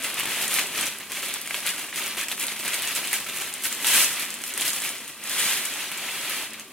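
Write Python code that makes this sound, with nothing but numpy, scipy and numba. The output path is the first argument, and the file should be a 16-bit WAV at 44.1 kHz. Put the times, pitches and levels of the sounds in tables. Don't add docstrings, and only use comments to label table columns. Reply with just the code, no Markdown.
import sys
import numpy as np
from scipy import signal
from scipy.fft import rfft, irfft
from scipy.io import wavfile
from scipy.ndimage import uniform_filter1d
from numba import njit

SR = 44100
rng = np.random.default_rng(int(sys.argv[2]) if len(sys.argv) > 2 else 0)


def wav_out(sig):
    wavfile.write(sys.argv[1], SR, np.round(np.clip(np.atleast_2d(sig).T, -1, 1) * 32767).astype(np.int16))


def invert_db(level):
    return 10 ** (np.asarray(level, dtype=float) / 20)


N = 296352

# (frequency [Hz], density [dB])
HUM_SPECTRUM = [(15, -54), (25, -27), (166, -7.5), (212, -39), (253, 4), (380, -29.5), (454, -7),
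                (762, -20), (1200, -2.5), (1560, -35), (2640, -120)]
# (frequency [Hz], width [Hz], level [dB])
ROOM_MODES = [(215.5, 10, -60.5), (177, 15, -70.5), (309, 27, -63.5), (384, 25, -60.5)]
# (time [s], rustle level [dB], sliding against crackle [dB])
DRAG = [(-0.0, -33.5, -5.5), (0.74, -34.5, -2.5), (0.997, -41.5, -12), (1.26, -36.5, -6.0),
        (1.91, -39, -4.5), (2.281, -49.5, -9.5), (2.731, -33, -4.5), (3.283, -37, -3.5),
        (3.618, -40.4, -4.5), (3.99, -30.5, 6), (4.423, -40, -4.5), (4.901, -37.5, -3.0), (5.16, -45, -2.5),
        (5.465, -31.4, 8), (5.905, -36.5, 2.0), (6.366, -32.0, 11), (6.54, -48, 1), (6.72, -50.9, 2.0)]
# (start [s], hold [s], level [dB], crispness [dB])
PINCHES = [(0.046, 0.0, -31, -0.5), (0.179, 0.027, -28, -7.5), (0.317, 0.085, -28, -4), (0.42, 0, -29, 2),
           (0.519, 0.066, -29.5, 0.5), (0.601, 0, -29.1, -7.0), (0.762, 0.067, -30.0, -3),
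           (0.86, 0.012, -30.2, -3), (1.126, 0.075, -35.5, -2.5), (1.257, 0.0076, -32, -2.5),
           (1.339, 0.0, -51, -4), (1.542, 0.05, -36, -2.5), (1.666, 0.037, -27.5, -5),
           (1.781, 0.019, -35.5, -2.5), (1.965, 0.02, -31.5, -2), (2.029, 0.084, -31, -4),
           (2.195, 0.028, -28, -4.5), (2.303, 0.017, -33.5, -3), (2.412, 0.00017, -27, -0.2),
           (2.482, 0.032, -31.5, -3), (2.604, 0.014, -38, -0.3), (2.68, 0, -29, -4),
           (2.74, 0.00033, -30.5, 1), (2.827, 0.09, -33.0, -3.5), (2.963, 0.001, -30.5, 0),
           (3.051, 0.048, -34.5, -2), (3.136, 0.022, -28, 0.5), (3.347, 0.026, -37.5, 0.8),
           (3.415, 0.067, -35.5, -1.8)]
# (start [s], hold [s], level [dB], crispness [dB])
PULLS = [(3.649, 0.0049, -30, 2.5), (3.723, 0.002, -34, -1), (3.862, 0.054, -26.5, 1.2),
         (3.94, 0.089, -22.5, 1.5), (4.118, 0.0099, -46, 11.5), (4.202, 0.016, -32.5, -2.5),
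         (4.445, 0.034, -44, 8), (4.585, 0.043, -30, -2.5), (4.665, 0.027, -30.5, 2.2),
         (4.734, 0.02, -32.9, 3), (4.84, 0.027, -32.3, 1), (5.092, 0.001, -49.5, 3.8),
         (5.267, 0.025, -37.2, -0.5), (5.327, 0.037, -32.5, -1), (5.391, 0.07, -28, -1.8),
         (5.486, 0.083, -31, -1), (5.653, 0.002, -46, 11), (5.797, 0.034, -35.5, -6),
         (5.924, 0.082, -40.5, -13), (6.075, 0.011, -34, -16), (6.305, 0.14, -37.5, -5.5),
         (6.539, 0.001, -38.5, -13), (6.597, 0.003, -43, -7)]
# (frequency [Hz], density [dB])
PAPER_SPECTRUM = [(35, -57), (60, -19.5), (224, -4.5), (393, -4), (509, -7.5), (573, -5.5), (1010, -9.5),
                  (2400, -0.5), (3180, -3), (4980, -14), (10100, -6), (15400, -14.5), (16500, -20)]
# (time [s], peak level [dB], frequency [Hz])
PINCH_CRACKS = [(0.0366, -17, 9920), (0.1416, -16, 10900), (0.1965, -13.5, 10800), (0.256, -16, 10100),
                (0.415, -18, 10300), (0.479, -13.5, 8700), (0.54, -8, 9700), (0.5921, -17, 6600),
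                (0.81, -11, 8830), (0.8565, -19, 9050), (0.985, -22.5, 9400), (1.1187, -17.5, 10000),
                (1.3388, -14.5, 9630), (1.4144, -17.5, 11000), (1.4734, -20, 8700), (1.6642, -11, 9600),
                (1.7015, -18, 8240), (1.9589, -17, 8450), (2.2837, -17.5, 8060), (2.3984, -18, 9320),
                (2.467, -15, 10200), (2.679, -16, 8360), (2.7418, -14.5, 8440), (2.821, -14, 10100),
                (2.8737, -15, 8400), (2.9507, -14, 9700), (3.0732, -16.5, 8900), (3.1293, -7.5, 9760),
                (3.244, -24, 7340), (3.5381, -16, 10400)]
# (time [s], peak level [dB], frequency [Hz])
LIFT_CRACKS = [(3.6223, -22, 9080), (3.6363, -14.5, 9350), (3.7262, -15.5, 7300), (3.8248, -19, 10500),
               (3.8438, -15, 9970), (3.8682, -6, 10100), (4.195, -17, 9900), (4.3036, -17, 9250),
               (4.3404, -18, 9800), (4.388, -25, 9280), (4.4149, -33, 8830), (4.4374, -17, 7240),
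               (4.5377, -18, 8500), (4.5762, -11, 9990), (4.61, -10.5, 9980), (4.6523, -17, 10400),
               (4.7317, -16, 8290), (4.8016, -19, 8260), (4.8445, -18, 10600), (4.8905, -19, 8770),
               (5.0779, -25, 10200), (5.2376, -22.5, 9360), (5.2947, -15.5, 9930), (5.5708, -18, 10400),
               (5.6521, -16, 8550), (5.916, -19, 10500), (5.9744, -21, 8600), (6.2962, -15, 12200),
               (6.5334, -24.5, 9900), (6.596, -25.5, 7300)]
# (time [s], peak level [dB], frequency [Hz])
POPS = [(0.196, -15, 2720), (0.254, -15.5, 2700), (0.3164, -22, 2230), (0.5859, -8, 2270),
        (1.1184, -21, 3010), (1.2058, -18, 2390), (1.2286, -22, 2950), (1.298, -17.5, 3250),
        (1.475, -20, 2380), (1.5075, -13, 2250), (1.5435, -10.5, 2900), (1.927, -19.5, 2000),
        (2.2014, -14, 2530), (2.2832, -19, 2530), (2.3104, -24, 2660), (2.3785, -18, 2490),
        (2.4064, -21, 2410), (2.4818, -13, 3940), (2.6798, -19, 2690), (2.9602, -26, 3300),
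        (3.0794, -17, 3660), (3.1303, -10.5, 2090), (3.2625, -26, 1670), (3.845, -9, 3080),
        (4.438, -20, 2870), (4.5755, -18, 2060), (4.6198, -10, 3080), (4.6518, -24, 2420),
        (4.8489, -15, 2530), (5.916, -16, 2770)]
# (frequency [Hz], level [dB])
STEREO_WIDTH = [(60, -21), (200, -26), (700, -12), (1290, -14), (2380, -17), (4400, 2.5), (8120, -1.5),
                (13000, -1), (15000, -7)]


def unit(x):
    return x / np.sqrt(np.mean(x[0] ** 2))


def gain_at(points, hz):
    point_hz, db = np.transpose(points)
    return invert_db(np.interp(np.log(hz + 1), np.log(point_hz + 1), db))


def colour(x, gain):
    size = x.shape[-1]
    hz = np.arange(size // 2 + 1) * SR / size
    return irfft(rfft(x) * gain(hz), size)


def slope(hz, edge_hz):
    return 1 / np.sqrt(1 + (edge_hz / (hz + 1)) ** 8)


def walk(rate_hz):
    hold = int(SR / rate_hz)
    steps = np.repeat(rng.standard_normal(N // 50 + 1), hold)[:N]
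    return 1.04 * uniform_filter1d(steps, hold)


def curves(table):
    s, *columns = np.transpose(table)
    return (np.interp(np.arange(N) / SR, s, column) for column in columns)


def dying(start, gain, fade_s):
    kicks = np.bincount(start, gain ** 2, N)[:N]
    return np.sqrt(signal.lfilter([1], [1, -np.exp(-2 / (fade_s * SR))], kicks))


@njit
def grains(start, hz, cycles, gain, n):
    out = np.zeros((2, n))
    for k in range(len(start)):
        turn = np.exp((2j * np.pi - 1 / cycles[k]) * hz[k] / SR)
        z = 1 + 0j
        for i in range(start[k], min(n, start[k] + int(6 * cycles[k] * SR / hz[k]))):
            out[0, i] += gain[0, k] * z.imag
            out[1, i] += gain[1, k] * (z * turn).real
            z *= turn
    return out


def hum():
    rumble = colour(rng.standard_normal((2, N)), lambda hz: gain_at(HUM_SPECTRUM, hz))
    air = invert_db(-56) * unit(rumble)
    for mode_hz, width_hz, db in ROOM_MODES:
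        mode = colour(rng.standard_normal((2, N)), lambda hz: 1 / (1 + (2 * (hz - mode_hz) / width_hz) ** 2))
        air = air + invert_db(db) * unit(mode)
    return air + invert_db(-55.5) * rng.standard_normal((2, N))


def hands():
    attack_db_per_s, release_db_per_s, drag_crisp_db = 330, 240, -4
    drag_db, slide_db = curves(DRAG)
    t = np.arange(0, N, 64) / SR
    s, hold_s, db, crispness_db = np.transpose(np.vstack([PINCHES, PULLS]))[:, :, None]
    db = db - attack_db_per_s * np.maximum(s - t, 0)
    db = db - release_db_per_s * np.maximum(t - s - hold_s, 0)

    def total_power(db):
        return np.interp(np.arange(N) / SR, t, np.sum(invert_db(db) ** 2, axis=0))

    body_db = 10 * np.log10(invert_db(drag_db) ** 2 + total_power(db))
    crisp_db = 10 * np.log10(invert_db(drag_db + drag_crisp_db) ** 2 + total_power(db + crispness_db))
    return body_db, crisp_db, slide_db


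def crackle(creases=30000, scatter_db=2.0, top_db=16.0, runs_db=3.0, run_s=0.015, calm=1.0):
    onset, strength = rng.random((creases // 80, 2)).T
    run_gain = invert_db(-runs_db * np.log(1 - strength))
    runs = calm + dying((onset * N).astype(np.int64), run_gain, run_s)
    when, pitch, size, side, sign = rng.random((creases, 5)).T
    start = (when * N).astype(np.int64)
    hz = 300 * 50 ** (pitch ** .5)
    db = -scatter_db * np.log(1 - size) + 20 * np.log10(runs[start])
    db = top_db * np.tanh(db / top_db)
    gain = invert_db(db) * np.array([np.sign(sign - .5), 0.72 * (side - .5)])
    x = grains(start, hz, .5 + hz / 8000, gain, N)
    bin_hz, power = signal.welch(x[0], SR, nperseg=256)
    return unit(colour(x, lambda hz: gain_at(PAPER_SPECTRUM, hz) / np.sqrt(np.interp(hz, bin_hz, power))))


def sliding(flicker_db=0.5):
    hiss = colour(rng.standard_normal((2, N)), lambda hz: gain_at(PAPER_SPECTRUM, hz))
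    return unit(hiss * invert_db(-flicker_db * walk(30)))


def hush(s):
    ahead = dying(N - 1 - (s * SR).astype(np.int64), np.ones(len(s)), fade_s=0.028)[::-1]
    return invert_db(-2.5 * np.minimum(ahead, 1))


def aftermath(s, peak_db):
    return dying(((s + 0.00052) * SR).astype(np.int64), invert_db(peak_db - 21), fade_s=0.011)


def rustle(db, crisp_db, slide_db):
    low_hz, high_hz = 1000, 5000
    slide = invert_db(slide_db)
    x = (crackle() + slide * sliding()) / np.sqrt(1 + slide ** 2)
    flap = colour(x, lambda hz: np.sqrt(1 - slope(hz, low_hz) ** 2))
    body = colour(x, lambda hz: slope(hz, low_hz) * np.sqrt(1 - slope(hz, high_hz) ** 2))
    crisp = colour(x, lambda hz: slope(hz, high_hz))

    flap_base_db, follow, usual_db, lag_s = -48.5, 0.69, -33, 0.087
    slack_db = 3.0 * (np.arange(N) < 0.88 * SR)
    flap_db = uniform_filter1d(flap_base_db + follow * (db - usual_db) + slack_db, int(lag_s * SR))

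    pop_s, pop_db, _ = np.transpose(POPS)
    crack_s, crack_db, _ = np.transpose(np.vstack([PINCH_CRACKS, LIFT_CRACKS]))
    body_gain = np.hypot(hush(pop_s) * invert_db(db - 2), aftermath(pop_s, pop_db))
    crisp_gain = np.hypot(hush(crack_s) * invert_db(crisp_db - 0.83), aftermath(crack_s, crack_db))
    return body_gain * unit(body) + crisp_gain * unit(crisp) + invert_db(flap_db) * unit(flap)


def lesser(level_db, over_db, scatter_db, low_hz, high_hz, count):
    when, size, pitch = rng.random((count, 3)).T
    db = level_db[(when * N).astype(np.int64)] + over_db - scatter_db * np.log(1 - .95 * size)
    return np.transpose([when * N / SR, db, low_hz * (high_hz / low_hz) ** pitch])


def snaps(table, cycles, first_db, step_db, spread_s):
    s, db, hz = np.transpose(table)
    out = 0
    for k in range(5):
        later = k > 0
        side, lag, detune, size = rng.random((len(s), 4)).T
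        start = ((s + .0008 + spread_s * (k + lag - .5) * later) * SR).astype(np.int64)
        pitch_hz = np.minimum(hz * (1 + .5 * (detune - .5) * later), 15500)
        jump_db = db + first_db + step_db * k * (1 + size)
        gain = invert_db(jump_db) * np.array([np.ones(len(s)), 0.67 * (side - .5)])
        ring = np.full(len(s), cycles if later else 1.35)
        out = out + grains(start, pitch_hz, ring, gain, N)
    return colour(out, lambda hz: slope(hz, 610))


def room(x, spots=8):
    t = np.arange(SR // 3) / SR

    def fade(t60):
        return 10 ** (-3 * t / t60) / np.sqrt(t60 * SR / np.log(1e6))

    box = invert_db([[-8], [-10]]) * fade(0.035) * (t > .001)
    walls = invert_db([[-12], [-1]]) * fade(0.21) * (t > .004)
    spot = np.repeat(rng.integers(0, spots, N // 256 + 1), 256)[:N]
    wet = 0
    for k in range(spots):
        echo = rng.standard_normal((2, len(t))) * np.hypot(box, walls)
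        source = x[:1] * uniform_filter1d(1. * (spot == k), 64)
        wet = wet + signal.fftconvolve(source, echo, axes=1)[:, :N]
    direct = x * np.array([[1], [0.9]])
    return direct + colour(wet, lambda hz: slope(hz, 195))


def scene():
    db, crisp_db, slide_db = hands()
    paper = rustle(db, crisp_db, slide_db)
    small_cracks = lesser(crisp_db, over_db=11.5, scatter_db=3, low_hz=7200, high_hz=10700, count=100)
    small_pops = lesser(db, over_db=9, scatter_db=2.2, low_hz=2170, high_hz=3450, count=60)
    cracks = np.vstack([PINCH_CRACKS, LIFT_CRACKS, small_cracks])
    pops = np.vstack([POPS, small_pops])
    folds = snaps(cracks, cycles=2.9, first_db=5, step_db=-3.5, spread_s=0.00047)
    folds = folds + snaps(pops, cycles=5.9, first_db=0.35, step_db=-10.5, spread_s=0.00114)
    mid, side = room(paper + folds) + hum()
    aim = 0.25 + 0.28 * walk(4)
    side = 0.86 * side + aim * np.gradient(mid)
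    side = colour(side, lambda hz: gain_at(STEREO_WIDTH, hz)) + 0.022 * mid
    return np.array([mid + side, mid - side])


def low_pass(x):
    return signal.sosfilt(signal.butter(12, 17030, fs=SR, output="sos"), x)


def record(dry):
    rounded = np.tanh(1.329 * dry) / 1.247
    top_cut = signal.ellip(10, .2, 70, 15860, fs=SR, output="sos")
    return low_pass(signal.sosfilt(top_cut, rounded))


dry = scene()
out = record(dry)
wav_out(out)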